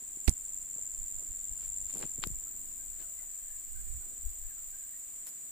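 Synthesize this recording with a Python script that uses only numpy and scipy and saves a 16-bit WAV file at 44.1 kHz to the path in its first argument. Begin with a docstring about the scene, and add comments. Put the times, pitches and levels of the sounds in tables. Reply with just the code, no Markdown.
"""Two crickets trill throughout in a sunny swamp, in fast three-stroke chirps, over a chorus of far insects.
The hand-held microphone is knocked at 0.3 s; from 0.8 s puffs of light air buffet its ports.
Birds call faintly far away from 1.2 s; around 2 s a step rustles and snaps dry fronds, and 5.3 s brings
one more sharp snap. Crickets and birds are gliding tones; insects, air and scuffs are shaped noise;
snaps are filtered clicks, and knocks are single pressure swings."""
import sys
import numpy as np
from scipy import signal
from scipy.fft import rfft, irfft
from scipy.io import wavfile

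SR = 44100
rng = np.random.default_rng(int(sys.argv[2]) if len(sys.argv) > 2 else 0)


def inscribe(sig):
    """Save sig as 16-bit PCM at rate SR to the path in sys.argv[1].

    A 1-D sig is mono; a 2-D sig holds one channel per row.
    Samples are clipped to [-1, 1] before scaling.
    """
    pcm = np.round(np.clip(np.atleast_2d(sig).T, -1, 1) * 32767)
    wavfile.write(sys.argv[1], SR, pcm.astype(np.int16))


N = 242991
TIME = np.arange(N) / SR   # seconds


def from_db(db):
    """Turn decibels into a gain."""
    return 10 ** (np.asarray(db) / 20)


def rms_one(x):
    """Scale to unit power."""
    return x / np.sqrt(np.mean(x ** 2) + 1e-20)


def in_time(rows):
    """Draw each column of a table as a curve through time, joined by straight lines."""
    s, *columns = np.transpose(rows)
    return [np.interp(TIME, s, column) for column in columns]


def panned(x, balance_db):
    """Place a sound between the sides; a positive balance makes the left louder."""
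    lean = from_db(np.atleast_1d(balance_db) / 2)
    return x * np.array([lean, 1 / lean])


def swell(s, half_s):
    """A smooth, bell-shaped rise and fall around a moment."""
    return np.exp(-np.minimum(((TIME - s) / half_s) ** 2 / 2, 50))


def drift(rate_hz):
    """A random curve of spread 1 whose changes weaken above the given rate."""
    hz = np.fft.rfftfreq(N, 1 / SR)
    return rms_one(irfft(rfft(rng.standard_normal(N)) / (1 + (hz / rate_hz) ** 2), N))


def passband(x, low_hz, high_hz):
    """Keep mainly what lies between two frequencies."""
    edges = [low_hz, np.clip(high_hz, low_hz + 50, SR * .45)]
    return signal.sosfilt(signal.butter(2, edges, "band", fs=SR, output="sos"), x)


def noise(spectrum, alike):
    """Steady stereo noise of a given colour; alike runs from 0 (unrelated sides) to 1 (same on both)."""
    table_hz, table_db = np.transpose(spectrum)
    hz = np.fft.rfftfreq(N, 1 / SR)
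    gain = from_db(np.interp(np.log(hz + 1), np.log(table_hz), table_db, left=-90, right=-90))
    mid, side = irfft(rfft(rng.standard_normal((2, N))) * gain, N)
    alike = np.clip(alike, -1, 1)
    return rms_one(np.sqrt(1 + alike) * mid + np.sqrt(1 - alike) * side * [[1], [-1]])


def thicket(x, scatter_db, t60, count=4):
    """Stems and leaves add a short diffuse tail, different on each side, that shifts as the microphone turns."""
    age = TIME[:SR // 5]
    out = np.array([x, x])
    for _ in range(count):
        # each tail falls 60 dB in t60 seconds
        tail = rng.standard_normal((2, len(age))) * from_db(-60 * age / t60)
        tail /= np.sqrt(count * np.sum(tail ** 2, axis=1, keepdims=True))
        turns_per_s = rng.uniform(0.52, 1)
        turn = np.sqrt(2) * np.cos(2 * np.pi * (turns_per_s * TIME + rng.random()))
        scattered = signal.oaconvolve(x[None], tail, axes=1)[:, :N]
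        out += from_db(scatter_db) * turn * scattered
    return rms_one(out)


def crickets():
    """Two singers at slightly different pitch and pace slide in and out of step."""
    # the near cricket, as the microphone turns past it: t/s, level before a 5 dB cut/dB, left over right/dB
    near_place = [(0, -41.5, 4), (.3, -38.5, 1), (.95, -36.5, 3), (1.15, -36.5, -2), (1.5, -37, 4),
                  (2, -35.5, 3), (2.5, -39.5, -0.5), (3, -46, 14), (3.4, -45.5, 8), (3.8, -48, 4),
                  (4.4, -44, -1), (5.5, -51, 2)]
    # the farther, higher cricket: t/s, level/dB, left over right/dB
    far_place = [(0, -78, -8), (.5, -63, -2), (2.4, -61.5, 10), (3.1, -54, 5), (4, -51, -3),
                 (4.5, -55.5, -3), (5.5, -58, 4)]
    # the wings' octave, beamed more narrowly: t/s, level/dB, left over right/dB
    octave_place = [(0, -62.5, 26), (2.2, -56.5, 18), (2.6, -48, 6.5), (3.3, -64.5, 36), (4.4, -51.5, 12),
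                    (5.5, -59, 20)]
    # how far each cricket falls behind an even pace: t/s, lag/s
    near_lag = [(0, -.003), (.3, -.0035), (.9, -.002), (1.55, -.0042), (1.85, -.004), (2.5, .0012),
                (2.82, -.0005), (2.98, -.003), (3.3, -.0028), (3.6, .0007), (4, .0015), (4.15, .0043),
                (4.8, .0032), (5.4, .008)]
    far_lag = [(0, .018), (2.3, .0195), (2.85, .0168), (3.4, .0076), (3.9, -.002), (4.4, -.0077),
               (5.5, -.0159)]
    # the near cricket leans by degrees into its opening stroke: t/s, that stroke against the other two/dB
    near_opening = [(0, -9.5), (.9, -3.5), (1.6, -2.5), (2.1, -1)]
    near_wander_db, near_wander_hz = .6, 7.4
    wing_edge_hz = 6300   # the wings radiate next to nothing below this

    near_db, near_pan = in_time(near_place)
    far_db, far_pan = in_time(far_place)
    octave_db, octave_pan = in_time(octave_place)
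    near, near_octave = wings(near_lag, hz=7311, fall_hz=125, stroke_s=0.0024,
                              opening_db=in_time(near_opening)[0], uneven_db=1.1,
                              scatter_hz=25, rasp=0.035)
    far, far_octave = wings(far_lag, hz=8010, fall_hz=235.0, stroke_s=0.00227,
                            opening_db=-11, uneven_db=1.0, scatter_hz=49.9, rasp=0.31)

    near = thicket(near, scatter_db=-16, t60=.06)
    near_level = from_db(near_db - 5.0 + near_wander_db * drift(near_wander_hz))
    near = panned(near, near_pan) * near_level
    far = panned(thicket(far, scatter_db=-9.5, t60=0.038), far_pan) * from_db(far_db)
    octave = thicket(near_octave + from_db(8.0) * far_octave, scatter_db=-6, t60=0.14)
    song = near + far + panned(octave, octave_pan) * from_db(octave_db)
    return signal.sosfilt(signal.cheby1(10, .2, wing_edge_hz, "high", fs=SR, output="sos"), song)


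def wings(lag, hz, fall_hz, stroke_s, opening_db, uneven_db, scatter_hz, rasp):
    """Three wing strokes a chirp, each a short tone that sinks as the scraper slows; gives tone and octave."""
    chirps_per_s = 24.19
    stroke_gap_s, stroke_slip_s = .0103, .00015   # spacing, and its random spread
    squareness = 2.7     # 2 = bell-shaped stroke, more = flatter top
    octave_rasp = .4     # phase wobble of the octave, radians (rasp is that of the tone)

    # which chirp and which stroke (-1, 0 or 1) each sample belongs to
    beat = (TIME - in_time(lag)[0]) * chirps_per_s
    chirp = np.round(beat).astype(int)
    in_chirp = (beat - chirp) / chirps_per_s
    stroke = np.clip(np.round(in_chirp / stroke_gap_s), -1, 1).astype(int)

    # every stroke has its own strength, pitch, starting phase and timing
    force, detune, start, slip = rng.standard_normal((200, 3, 4))[chirp, stroke + 1].T
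    travel = (in_chirp - stroke * stroke_gap_s - stroke_slip_s * slip) / stroke_s
    stroke_db = opening_db * (stroke < 0) + uneven_db * force
    pressure = np.exp(-np.abs(travel) ** squareness) * from_db(stroke_db)
    pitch = hz - fall_hz * np.clip(travel, -2, 2) + scatter_hz * detune
    phase = 2 * np.pi * (np.cumsum(pitch) / SR + start)   # every stroke starts the wing afresh
    teeth = drift(960)   # uneven teeth roughen the tone, and the octave more
    tone = pressure * np.sin(phase + rasp * teeth)
    octave = pressure * np.sin(2 * phase + octave_rasp * teeth)
    return tone, octave


def chorus():
    """Countless far insects merge into a steady band; higher groups swell and ebb, each on its own."""
    # colour of the steady band: f/Hz, relative level per Hz/dB
    band_colour = [(6400, -68), (6700, -11.5), (7000, 6.5), (7400, 6.5), (7700, 4), (8000, 5), (8600, -17),
                   (9600, -18), (10600, -19.5), (13500, -27.5), (14050, -6), (14950, -9), (15400, -15),
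                   (16000, -27)]
    # a higher fizz of insects, left behind as the microphone turns: t/s, level/dB
    fizz_level = [(0, -58), (.7, -57.5), (1.3, -58.5), (2, -54), (2.4, -59), (4, -61), (5.5, -61)]
    # groups within the fizz: centre f/Hz, width/Hz, level against the fizz/dB
    fizz_groups = [(8320, 350, 0), (8990, 350, -3.5), (9680, 690, -4)]
    swell_db, swell_rate_hz = 3, 20

    out = noise(band_colour, alike=0.043) * from_db(-45)
    fizz_db = in_time(fizz_level)[0]
    for hz, width, db in fizz_groups:
        hiss = rng.standard_normal((2, N))
        group = rms_one(passband(hiss, hz - width / 2, hz + width / 2))
        out = out + group * from_db(fizz_db + db + swell_db * drift(swell_rate_hz))
    return out


def knocks():
    """Each bump squeezes the air at a port: one swing up, one down, and the other way round on letting go."""
    # knocks on the housing: t/s, peak level/dB, half-width/s, left over right/dB, +1 pressed or -1 let go
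    thumps = [(0.287, -24.5, 0.0034, -26, 1), (0.2836, -32, 0.00082, -31.5, 1),
              (0.2949, -33.5, 0.0011, -21, -1), (0.312, -43.5, 0.0014, -14, 1), (.326, -49, 0.0035, -21, 1),
              (2.0384, -44.5, 0.00064, 18, 1), (2.048, -45, 0.0012, 11, 1), (2.055, -44.5, 0.00074, -7, 1),
              (2.185, -48, 0.00061, -15, 1), (2.193, -43.5, 0.00133, -12, 1),
              (2.2691, -44.5, 0.00067, 27, 1), (2.274, -42.5, 0.002, 20.5, 1), (2.304, -49.5, 0.001, 21, 1),
              (2.317, -47.5, 0.0024, 24, 1)]
    out = np.zeros((2, N))
    for s, db, width, pan, way in thumps:
        u = np.sign(way) * np.clip((s - TIME) / width, -10, 10)
        out += panned(from_db(db) * u * np.exp((1 - u ** 2) / 2), pan)
    return out


def snaps():
    """Brittle contacts ring for only a few cycles, as clicks through a band filter."""
    # sharp snaps and ticks: t/s, peak level/dB, low f/Hz, high f/Hz, left over right/dB
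    snap_rows = [(0.282, -34, 450, 840, -17.5), (0.2826, -35.5, 2040, 2620, -26),
                 (0.2948, -20, 6500, 9700, -27), (0.3135, -33, 7000, 11000, -18),
                 (1.9, -50.5, 607, 3000, -13), (1.942, -54, 4200, 6203, 0), (1.955, -49, 250, 900, -10),
                 (1.967, -47, 250, 1300, -8), (1.972, -50, 250, 800, -10), (2.004, -47, 700, 3500, -3),
                 (2.011, -43, 250, 1800, -1), (2.0276, -31, 250, 3600, -16), (2.03, -38, 300, 3000, -8),
                 (2.037, -40, 464, 1650, 13), (2.044, -48, 1800, 3400, 6), (2.23, -39, 2400, 4300, 15),
                 (2.235, -38, 2800, 4406, 14), (2.2355, -42, 1500, 3800, 12),
                 (2.2379, -30.5, 930, 1590, 21.5), (2.2365, -36, 2360, 5870, 13),
                 (2.2374, -36, 9400, 10800, 13), (2.2386, -28, 2030, 4330, 24.5),
                 (2.258, -31, 7000, 10500, 9), (2.2726, -25, 5800, 13400, 19), (2.2726, -45, 1500, 6000, 2),
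                 (5.269, -29, 8500, 10500, 4), (5.27, -50, 500, 1800, -3), (5.269, -43.5, 3800, 5720, 2)]
    out = np.zeros((2, N))
    for s, db, low, high, pan in snap_rows:
        click = passband(signal.unit_impulse(SR // 20, 0), low, high)
        click = click / np.abs(click).max() * from_db(db)
        start = round(s * SR)
        out[:, start:start + len(click)] += panned(click, pan)
    return out


def scuffs(crackle_db=4.5):
    """Rubbing swells and fades as a cloud of tiny uneven cracks."""
    # fingers, feet and dry leaves: centre t/s, level/dB, half-length/s, low f/Hz, high f/Hz, left over right/dB
    scuff_rows = [(0.025, -54, 0.0032, 210, 390, 0.5), (0.174, -55.5, 0.002, 120, 380, -9),
                  (0.2852, -32, 0.0013, 7000, 8900, -11), (0.28, -35, 0.0024, 1580, 11000, -17.5),
                  (0.2826, -41, 0.0015, 330, 650, -8.5), (0.2865, -37, 0.0018, 3800, 5500, -12),
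                  (0.293, -40, 0.00087, 7300, 10600, -14), (0.304, -42, 0.004, 6200, 13000, -4),
                  (0.3027, -54, 0.006, 260, 4600, -7), (0.765, -61.5, 0.0063, 150, 430, -5),
                  (0.788, -60.5, 0.005, 250, 860, -3), (1.224, -64.5, 0.012, 140, 680, -4),
                  (1.635, -59.5, 0.036, 250, 12000, -1), (1.974, -55.5, 0.026, 120, 550, -16),
                  (1.975, -54, 0.061, 1200, 13000, -4), (1.98, -50.5, .009, 8000, 12000, 2),
                  (2.03, -49, 0.017, 130, 570, -4), (2.033, -57, 0.016, 990, 3700, 4.5),
                  (2.029, -48, .002, 400, 4000, -8), (2.238, -42.5, 0.0075, 980, 4300, 3),
                  (2.239, -47, 0.012, 90, 437, 1), (2.272, -56, 0.004, 400, 6700, 3),
                  (3.016, -58.5, 0.017, 180, 4700, 3.5), (3.008, -62, .012, 250, 460, 1),
                  (4.09, -69, 0.077, 200, 510, -2), (4.068, -66, 0.0043, 250, 780, -1),
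                  (4.127, -60.5, .006, 230, 450, -2), (5.282, -47, 0.015, 8040, 15300, 3),
                  (5.283, -59, .009, 5140, 5700, -2), (5.277, -59, 0.0089, 400, 3300, 3)]
    out = np.zeros((2, N))
    crackle = from_db(crackle_db * np.clip(drift(470), -2, 2))
    grains = rng.standard_normal((2, N)) * crackle
    for s, db, half_s, low, high, pan in scuff_rows:
        rub = rms_one(passband(grains, low, high))
        out += panned(rub * swell(s, half_s) * from_db(db), pan)
    return out


def wind():
    """Puffs ride on a faint, unsteady breeze; each drives big lumps and small eddies at the ports."""
    # puffs: t/s, level before a final 1 dB cut/dB, half-length/s, eddies against lumps/dB, left over right/dB
    gusts = [(0.833, -59, 0.026, -7, -16), (0.982, -54, 0.043, -18, -20), (1.165, -54, 0.021, -2, -18),
             (1.306, -43, 0.012, -7, -17), (1.518, -50, 0.015, -7, 23), (1.79, -53, 0.084, -7, 12),
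             (2.304, -46.5, 0.064, -13, -1.5), (2.79, -64, 0.29, -5.5, -9), (3.54, -64, 0.033, -34, 27),
             (3.78, -43.5, 0.039, -4.5, -8), (3.935, -43.5, 0.042, -4, -13.5),
             (4.269, -39.5, 0.032, -9, 13.5), (4.44, -48.5, 0.033, -16, 18)]
    # colour of the big lumps: f/Hz, relative level per Hz/dB
    lump_colour = [(12, 4), (25, -2.5), (45, -10), (65, -16), (100, -58), (200, -51)]
    # colour of the small eddies: f/Hz, relative level per Hz/dB
    eddy_colour = [(40, 4), (66, 3.5), (90, -10), (125, -19), (200, -56)]
    # the breeze between puffs: t/s, level before the same 1 dB cut/dB
    breeze_level = [(0, -60), (2, -55), (3.3, -56.5), (4.7, -53.5), (5.3, -66)]
    breeze_swing_db, breeze_eddies_db, breeze_pan_db = 3.5, -16, -4.5

    lumps = noise(lump_colour, alike=0.031)
    eddies = noise(eddy_colour, alike=0.29)
    breeze = from_db(in_time(breeze_level)[0] + breeze_swing_db * drift(3.7))
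    out = panned(breeze * (lumps + from_db(breeze_eddies_db) * eddies), breeze_pan_db)
    for s, db, half_s, eddies_db, pan in gusts:
        puff = from_db(db) * swell(s, half_s)
        out += panned(puff * (lumps + from_db(eddies_db) * eddies), pan)
    return from_db(-1.0) * out


def birds(waver_hz=45, flutter_db=2.0):
    """Short gliding, wavering whistles over fainter chatter, broken up by distance."""
    # far notes: centre t/s, level before flutter, scatter and a final 4 dB cut/dB, half-length/s, f/Hz, glide/(Hz/s)
    notes = [(1.2, -65, 0.027, 662, 3.5), (2.472, -58.5, 0.009, 1346, -1200),
             (2.809, -65, 0.011, 1610, 1497), (3.01, -60, 0.0085, 1710, -3000),
             (3.047, -60, 0.0081, 1390, -8000), (3.05, -64, 0.038, 630, -4), (3.2, -56, 0.011, 1990, -2500),
             (3.23, -63, 0.011, 782, 11999.5), (3.53, -61, 0.036, 1750, 0), (3.777, -60, 0.02, 1540, 799.5),
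             (4.028, -66, .014, 1410, -3000), (4.055, -66, .014, 850, 1),
             (4.507, -60.5, 0.012, 1730, -5000), (4.58, -64, 0.012, 1293, -2000),
             (4.748, -60, 0.013, 1577, 1503.5), (4.795, -64, 0.011, 1700, 1),
             (4.84, -66, 0.011, 1605, -1000), (4.953, -64, .02, 1904, -1000)]
    # a murmur of still farther birds, its level set like that of the notes
    chatter_count, chatter_db = 12, -70
    chatter_s, chatter_hz = (2.4, 5.2), (1400, 2000)   # ranges of time and pitch

    out = np.zeros(N)
    waver = waver_hz * drift(70.2)
    chatter = [(rng.uniform(*chatter_s), chatter_db, .016, rng.uniform(*chatter_hz), rng.normal(0, 2000))
               for _ in range(chatter_count)]
    for s, db, half_s, hz, glide in notes + chatter:
        pitch = hz + glide * (TIME - s) + waver
        phase = 2 * np.pi * np.cumsum(pitch) / SR
        out += from_db(db) * swell(s, half_s) * np.sin(phase)
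    far_calls = thicket(out * from_db(flutter_db * drift(60)), scatter_db=-2, t60=.2)
    # thicket evens out the power, so the strength of the calls is put back here
    return np.std(out) * from_db(-4) * far_calls


def air():
    """A soft outdoor hush and a far rumble, both made of coloured noise."""
    # colour of the still air over the swamp: f/Hz, relative level per Hz/dB
    hush_colour = [(60, 10), (300, 3), (650, 2.5), (1200, 2), (1900, 4.5), (3000, 2), (5000, 0), (6500, 3),
                   (12000, -34), (16000, 8)]
    # distant rumble beyond the swamp: t/s, level/dB
    rumble_level = [(0, -70.5), (1.2, -69), (2.6, -67), (3.4, -77), (4.1, -70.5), (4.7, -78), (5.5, -71)]
    # colour of that rumble: f/Hz, relative level per Hz/dB
    rumble_colour = [(70, -0.5), (140, -1), (200, -3), (280, 0.5), (380, -8.5), (600, -14.5), (1200, -16.5)]
    rumble_db, = in_time(rumble_level)
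    rumble = from_db(rumble_db) * noise(rumble_colour, alike=0.62)
    hush = from_db(-64) * noise(hush_colour, alike=0.063)
    return rumble + hush


def scene():
    """Add up the insects, the air and the small sounds around the microphone."""
    return crickets() + chorus() + air() + wind() + knocks() + snaps() + scuffs() + birds()


def record(dry):
    """Cut the top steeply."""
    cutoff_hz = 15450
    return signal.sosfilt(signal.ellip(14, .1, 80, cutoff_hz, fs=SR, output="sos"), dry)


dry = scene()
out = record(dry)
inscribe(out)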